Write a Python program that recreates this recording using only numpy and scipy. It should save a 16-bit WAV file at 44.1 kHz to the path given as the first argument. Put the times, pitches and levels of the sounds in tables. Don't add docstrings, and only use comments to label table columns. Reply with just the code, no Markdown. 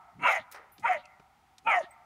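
import sys
import numpy as np
from scipy import signal
from scipy.fft import rfft, irfft
from scipy.io import wavfile
from scipy.ndimage import uniform_filter1d

SR = 44100
rng = np.random.default_rng(int(sys.argv[2]) if len(sys.argv) > 2 else 0)


def unload_audio(sound):
    columns = np.transpose(np.atleast_2d(sound))
    steps = np.round(np.clip(columns, -1, 1) * 32767)
    wavfile.write(sys.argv[1], SR, steps.astype(np.int16))


N = 90404

# freq_hz, relative_db
FLOOR_SPECTRUM = [(15, -56.5), (25, -25.5), (61, -5.5), (221, -13.5), (537, -22), (666, -20.5), (762, -1),
                  (945, -12), (1620, -21), (2060, -18), (2630, -23), (4260, -28.5), (15500, -38.5)]
# peak_s, half_length_s, level_db, centre_hz, fall_hz_per_s
DISTANT_TONES = [(1.054, 0.011, -58, 2650, 2500), (1.106, 0.049, -63, 2070, 1450),
                 (1.927, 0.017, -60.5, 2020, 2000)]
# freq_hz, relative_db
TREE_SPECTRUM = [(150, 10), (450, -5), (700, -2), (1300, 2.5), (2100, -7), (3000, -11), (6000, -4),
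                 (15000, -10.5)]
# delay_s, relative_db
TREE_ENVELOPE = [(0, -43.5), (.08, 18), (.18, 4), (.3, 5.5), (.42, -3.5), (.6, -18), (1.1, -16)]
# start_s, level_db
TAG_CLINKS = [(0.718, -52.5), (1.906, -51)]
# freq_hz, relative_db, t60_s
TAG_MODES = [
    [(9600, -14, .1), (11170, -9.5, 0.25), (13600, -2.5, 0.19)],
    [(7860, -9, 0.073), (8460, 1, 0.067), (12400, -18, 0.116), (15200, -15, .1)],
]
# freq_hz, relative_db
SCUFF_SPECTRUM = [(200, -32), (400, -1), (650, 2.5), (2100, 2.5), (3000, -12), (5800, -6.5), (7000, -19),
                  (9500, -11), (15000, -48)]
# start_s, level_db
SCUFF_STROKES = [(0.522, -53), (0.544, -47)]
# start_s, level_db, t60_s, centre_hz, width_octaves
DRY_CLICKS = [(.514, -49.5, 0.14, 7760, 2.9), (0.523, -43, .035, 7600, 2.3),
              (.781, -50.5, 0.033, 3330, 0.68), (0.796, -59, 0.1, 4800, 0.93),
              (0.934, -45, 0.0093, 5040, 1.2), (1.055, -52, 0.022, 5340, 0.49),
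              (1.197, -52, 0.058, 232, 1.9), (1.582, -49.5, 0.034, 3980, 0.82)]
# peak_s, half_length_s, level_db, centre_hz
JAW_PUFFS = [(0.193, .028, -52.5, 149), (0.23, 0.023, -47, 227), (0.407, 0.014, -57, 138),
             (0.799, 0.0093, -57, 237), (0.839, .025, -58.5, 128), (0.973, 0.018, -62.5, 205),
             (1.68, 0.021, -53.5, 233), (1.837, 0.0068, -51.5, 310)]
# peak_s, level_db
END_RASPS = [(0.399, -57.5), (0.993, -59.5), (1.837, -59)]
# centre_hz, width_hz, relative_db, rise_fraction (as the jaws close)
HISS_RESONANCES = [(3810, 700, 0, -0.25), (5490, 1600, -0.5, 0.152), (6570, 1400, 5.5, -.03),
                   (8820, 2060, 2.5, 0.042), (11600, 1200, -8.5, 0.089), (13100, 2400, -9, 0.085)]
HARMONICS_DB = [-34, 1.5, -18.5, -24.5]
# centre_hz, base_width_hz, relative_db, opening_exponent, db_per_pitch_octave
THROAT_RESONANCES = [(767, 430, -1, 0.2, 10.5), (1245, 335, -1.5, 0.15, 33), (1776, 290, -10.5, 0.85, -0.5),
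                     (2131.5, 425, 9.5, 1, 13.5), (2468, 334, -12, 1, 58), (2950, 430, -2.5, 0.23, 13)]
# time_s, opening_ratio (1 = mid)
MOUTH_CURVES = [
    [(.22, 1.062), (.275, 1.058), (.325, 1.002), (.39, 0.906)],
    [(.84, 0.96), (.875, 1.028), (.92, 0.96), (.98, 0.92)],
    [(1.67, 1.166), (1.7, 1.12), (1.735, 0.99), (1.765, 0.91), (1.81, 0.838)],
]
# first_resonance_db, second_resonance_db, roughness_fraction, width_ratio,
# hiss_db, hiss_peak_s, hiss_half_length_s
BARK_VOICES = [(6, 2.5, 0.75, 0.98, -45, 0.31, 0.041), (3.5, 5.5, 0.64, 1, -58, 0.904, 0.041),
               (5.5, 4.5, 0.35, 0.68, -55, 1.745, 0.044)]
# time_s, pitch_hz, tone_relative_db, hoarse_relative_db
BARK_CURVES = [
    [(0.19, 450.8, -73, -56), (0.215, 479.3, -49.5, -52.5), (0.238, 493, -42, -30),
     (0.26, 494.8, -21.5, -25.5), (0.278, 482.8, -38.5, -23), (0.305, 419.8, -31, -25),
     (0.325, 395.8, -44, -32), (0.342, 363, -37.5, -30.5), (0.355, 364, -56.5, -34),
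     (0.368, 352.2, -42, -30.5), (0.392, 306, -42.5, -45.5), (0.43, 294.2, -74, -66)],
    [(0.82, 396.9, -68, -65), (0.836, 430.9, -46, -45.5), (0.848, 458.8, -27.5, -40.5),
     (0.858, 478.7, -25.5, -29.5), (0.872, 445.9, -47, -29.5), (0.887, 389.8, -42, -30),
     (0.9, 369.4, -25.5, -38.5), (0.918, 368.5, -26.5, -33), (0.938, 341.7, -42, -35),
     (0.95, 321.8, -34.5, -38.5), (0.972, 293.2, -38, -44), (0.985, 301, -42, -60.5), (1.02, 292, -73, -61)],
    [(1.645, 403.6, -71, -64.5), (1.66, 421.5, -45.5, -55), (1.672, 449.4, -30, -28),
     (1.69, 455.3, -25, -30), (1.705, 432.1, -36, -26.5), (1.728, 399, -34, -26),
     (1.752, 368.3, -34.5, -28.5), (1.768, 358.7, -28.5, -34.5), (1.786, 348.8, -24.5, -38.5),
     (1.8, 335, -37, -59.5), (1.813, 300.2, -31.5, -48), (1.825, 315, -60.5, -59), (1.86, 339, -61.5, -54)],
]

TIME_S = np.arange(N) / SR
TONE_GAIN_DB, HOARSE_GAIN_DB = 2, 3
MID_PITCH_HZ, CHEST_CUT_HZ, MOUTH_CUT_HZ = 357.3, 554, 2830
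PITCH_JITTER_FRACTION, PULSE_JITTER_CYCLES, JITTER_S = 0.015, 0.1, 0.003
SHIMMER_DB, SHIMMER_S = 4, 0.0043
HALF_HARMONIC_GAIN, PUFF_DECAY_CYCLES = 0.21, 0.53


def amp(db):
    return 10 ** (np.asarray(db) / 20)


def unit_rms(x):
    return x / np.sqrt(np.mean(x ** 2) + 1e-20)


def add(mix, start_s, sound):
    part = mix[max(round(start_s * SR), 0):][:len(sound)]
    part += sound[:len(part)]


def coloured(x, spectrum):
    points_hz, points_db = np.transpose(spectrum)
    hz = np.fft.rfftfreq(len(x), 1 / SR)
    gain = amp(np.interp(np.log(hz + 1), np.log(points_hz), points_db))
    return unit_rms(irfft(rfft(x) * gain, len(x)))


def bandpass(x, low_hz, high_hz, order):
    return signal.sosfilt(signal.butter(order, [low_hz, high_hz], "band", fs=SR, output="sos"), x)


def noise_band(centre_hz, octaves):
    hz = np.fft.rfftfreq(N, 1 / SR) + 1
    bell = np.exp(-0.5 * (np.log2(hz / centre_hz) / octaves) ** 2)
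    return unit_rms(irfft(rfft(rng.standard_normal(N)) * bell, N))


def wander(n, scale_s):
    lowpass = np.exp(-(np.fft.rfftfreq(n, 1 / SR) * scale_s * 2) ** 2)
    return unit_rms(irfft(rfft(rng.standard_normal(n)) * lowpass, n))


def steadied(x, samples=600):
    power = uniform_filter1d(uniform_filter1d(x ** 2, samples), samples // 2)
    return x / np.sqrt(abs(power) + 1e-12)


def strike(start_s, rise_s, t60_s):
    age_s = np.maximum(TIME_S - start_s, 0)
    return np.minimum(age_s / rise_s, 1) * np.exp(-np.log(1000) * age_s / t60_s)


def swell(peak_s, half_s):
    return np.exp(-0.5 * ((TIME_S - peak_s) / half_s) ** 2)


def resonate(x, hz, width_hz):
    carrier = np.exp(2j * np.pi * np.cumsum(hz) / SR)
    pole = np.exp(-np.pi * width_hz / SR)
    baseband = signal.lfilter([(1 - pole) ** 2], [1, -2 * pole, pole * pole], x / carrier)
    return 2 * (carrier * baseband).real


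def background(level_db=-65.5):
    return amp(level_db) * coloured(rng.standard_normal(N), FLOOR_SPECTRUM)


def far_tones(width_hz=270):
    out = np.zeros(N)
    for peak_s, half_s, db, centre_hz, fall_hz_per_s in DISTANT_TONES:
        hz = centre_hz - fall_hz_per_s * np.clip(TIME_S - peak_s, -0.1, 0.1)
        out += amp(db) * swell(peak_s, half_s) * steadied(resonate(rng.standard_normal(N), hz, width_hz))
    return out


def tree_echo(call, gain_db=-31, clump_db=2, clump_s=0.013):
    envelope_db = np.interp(TIME_S, *np.transpose(TREE_ENVELOPE)) + clump_db * wander(N, clump_s)
    response = coloured(rng.standard_normal(N) * amp(envelope_db), TREE_SPECTRUM) / np.sqrt(N)
    return amp(gain_db) * signal.fftconvolve(call, response)


def field_echoes(barks, near_db=-10, prior_start_s=-0.36, prior_gain_db=4.5):
    near = unit_rms(rng.standard_normal(N) * strike(0.0032, rise_s=0.0041, t60_s=0.045)) / np.sqrt(N)
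    out = sum(tree_echo(call)[:N] + amp(near_db) * signal.fftconvolve(call, near)[:N] for call in barks)
    prior_echo = bandpass(tree_echo(barks[-1]), 710, 1670, order=2)
    skip_s = BARK_CURVES[-1][0][0] - prior_start_s
    add(out, 0, amp(prior_gain_db) * prior_echo[round(skip_s * SR):])
    return out


def tags(rise_s=0.0055, waver_rad=0.43):
    out = np.zeros(N)
    for (start_s, db), modes in zip(TAG_CLINKS, TAG_MODES):
        for hz, mode_db, t60_s in modes:
            phase_rad = 2 * np.pi * hz * TIME_S + waver_rad * wander(N, 0.002)
            out += amp(db + mode_db) * strike(start_s, rise_s, t60_s) * np.sin(phase_rad)
    return out


def scuff(grain_db=2.5, split_hz=2800, rise_s=0.0034, low_t60_s=0.44, high_t60_s=0.12):
    grit = coloured(rng.standard_normal(N) * amp(grain_db * wander(N, 0.0008)), SCUFF_SPECTRUM)
    low = signal.sosfiltfilt(signal.butter(2, split_hz, fs=SR, output="sos"), grit)
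    return sum(amp(db) * part * strike(start_s, rise_s, t60_s)
               for start_s, db in SCUFF_STROKES
               for part, t60_s in [(low, low_t60_s), (grit - low, high_t60_s)])


def clicks(rise_s=0.0004):
    return sum(amp(db) * strike(start_s, rise_s, t60_s) * noise_band(hz, octaves)
               for start_s, db, t60_s, hz, octaves in DRY_CLICKS)


def mouth_hiss(curve, level_db, peak_s, half_s, grain_db=2.5, flicker_db=0.97):
    closing = np.interp(TIME_S, [curve[0][0], curve[-1][0]], [-0.5, 0.5])
    noise = bandpass(rng.standard_normal(N), 3300, 13300, order=4)
    jet = np.zeros(N)
    for hz, width_hz, db, rise in HISS_RESONANCES:
        gain = amp(db + grain_db * wander(N, 0.011))
        jet += gain * unit_rms(resonate(noise, hz * (1 + rise * closing), width_hz))
    return amp(level_db + flicker_db * wander(N, 0.0068)) * swell(peak_s, half_s) * unit_rms(jet)


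def breath(rasp_hz=3430, rasp_half_s=0.02):
    hiss = sum(mouth_hiss(curve, *voice[4:]) for curve, voice in zip(BARK_CURVES, BARK_VOICES))
    rasp_envelope = sum(amp(db) * swell(peak_s, rasp_half_s) for peak_s, db in END_RASPS)
    rasp = rasp_envelope * noise_band(rasp_hz, octaves=0.28)
    puffs = sum(amp(db) * swell(peak_s, half_s) * steadied(noise_band(hz, octaves=0.63), samples=1200)
                for peak_s, half_s, db, hz in JAW_PUFFS)
    return hiss + rasp + puffs


def ringing_tone(cycles):
    tone = np.zeros(len(cycles))
    for k, db in enumerate(HARMONICS_DB, start=1):
        flutter_db = (k != 2) * SHIMMER_DB * wander(len(cycles), SHIMMER_S)
        tone += amp(db + flutter_db) * np.cos(2 * np.pi * k * cycles)
    return unit_rms(tone)


def vocal_folds(cycles, roughness):
    n = len(cycles)
    uneven = cycles + PULSE_JITTER_CYCLES * roughness * wander(n, JITTER_S)
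    harmonics = sum(np.cos(2 * np.pi * k * uneven) for k in range(3, 12))
    half_harmonics = sum(wander(n, 0.015) * np.cos(2 * np.pi * (k + 0.5) * uneven) for k in range(1, 11))
    pulses = unit_rms(harmonics + HALF_HARMONIC_GAIN * half_harmonics)
    puffs = unit_rms(np.exp(-(uneven % 1) / PUFF_DECAY_CYCLES) * rng.standard_normal(n))
    return np.sqrt(1 - roughness) * pulses + np.sqrt(roughness) * puffs


def throat(drive, pitch_hz, opening, first_db, second_db, width_ratio):
    octaves = np.log2(pitch_hz / MID_PITCH_HZ)
    gains, voiced = [], np.zeros(len(drive))
    for k, (hz, width_hz, db, exponent, db_per_octave) in enumerate(THROAT_RESONANCES):
        gain = amp(db + first_db * (k == 0) + second_db * (k == 1) + db_per_octave * octaves)
        voiced += gain * steadied(resonate(drive, hz * opening ** exponent, width_hz * width_ratio))
        gains.append(gain)
    upper_rms = np.sqrt(sum(gain ** 2 for gain in gains[1:]))
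    return bandpass(voiced / upper_rms, CHEST_CUT_HZ, MOUTH_CUT_HZ, order=5)


def bark(curve, mouth, first_db, second_db, roughness, width_ratio):
    points_s, *columns = np.transpose(curve)
    time_s = np.arange(points_s[0], points_s[-1], 1 / SR)
    n = len(time_s)
    pitch_hz, tone_db, hoarse_db = (np.interp(time_s, points_s, column) for column in columns)
    opening = np.interp(time_s, *np.transpose(mouth))
    cycles = np.cumsum(pitch_hz * (1 + PITCH_JITTER_FRACTION * wander(n, JITTER_S))) / SR
    tone = ringing_tone(cycles)
    hoarse = throat(vocal_folds(cycles, roughness), pitch_hz, opening, first_db, second_db, width_ratio)
    call = amp(TONE_GAIN_DB + tone_db) * tone + amp(HOARSE_GAIN_DB + hoarse_db) * hoarse
    out = np.zeros(N)
    add(out, points_s[0], call * signal.windows.tukey(n, 0.06))
    return out


def scene():
    barks = [bark(curve, mouth, *voice[:4])
             for curve, mouth, voice in zip(BARK_CURVES, MOUTH_CURVES, BARK_VOICES)]
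    surroundings = background() + field_echoes(barks) + far_tones()
    return (surroundings + breath() + clicks() + scuff() + tags() + sum(barks))[None]


def record(dry):
    lowpass = signal.firwin(511, 15780, window=("kaiser", 9), fs=SR)
    return signal.oaconvolve(dry, lowpass[None], "same")


dry = scene()
out = record(dry)
unload_audio(out)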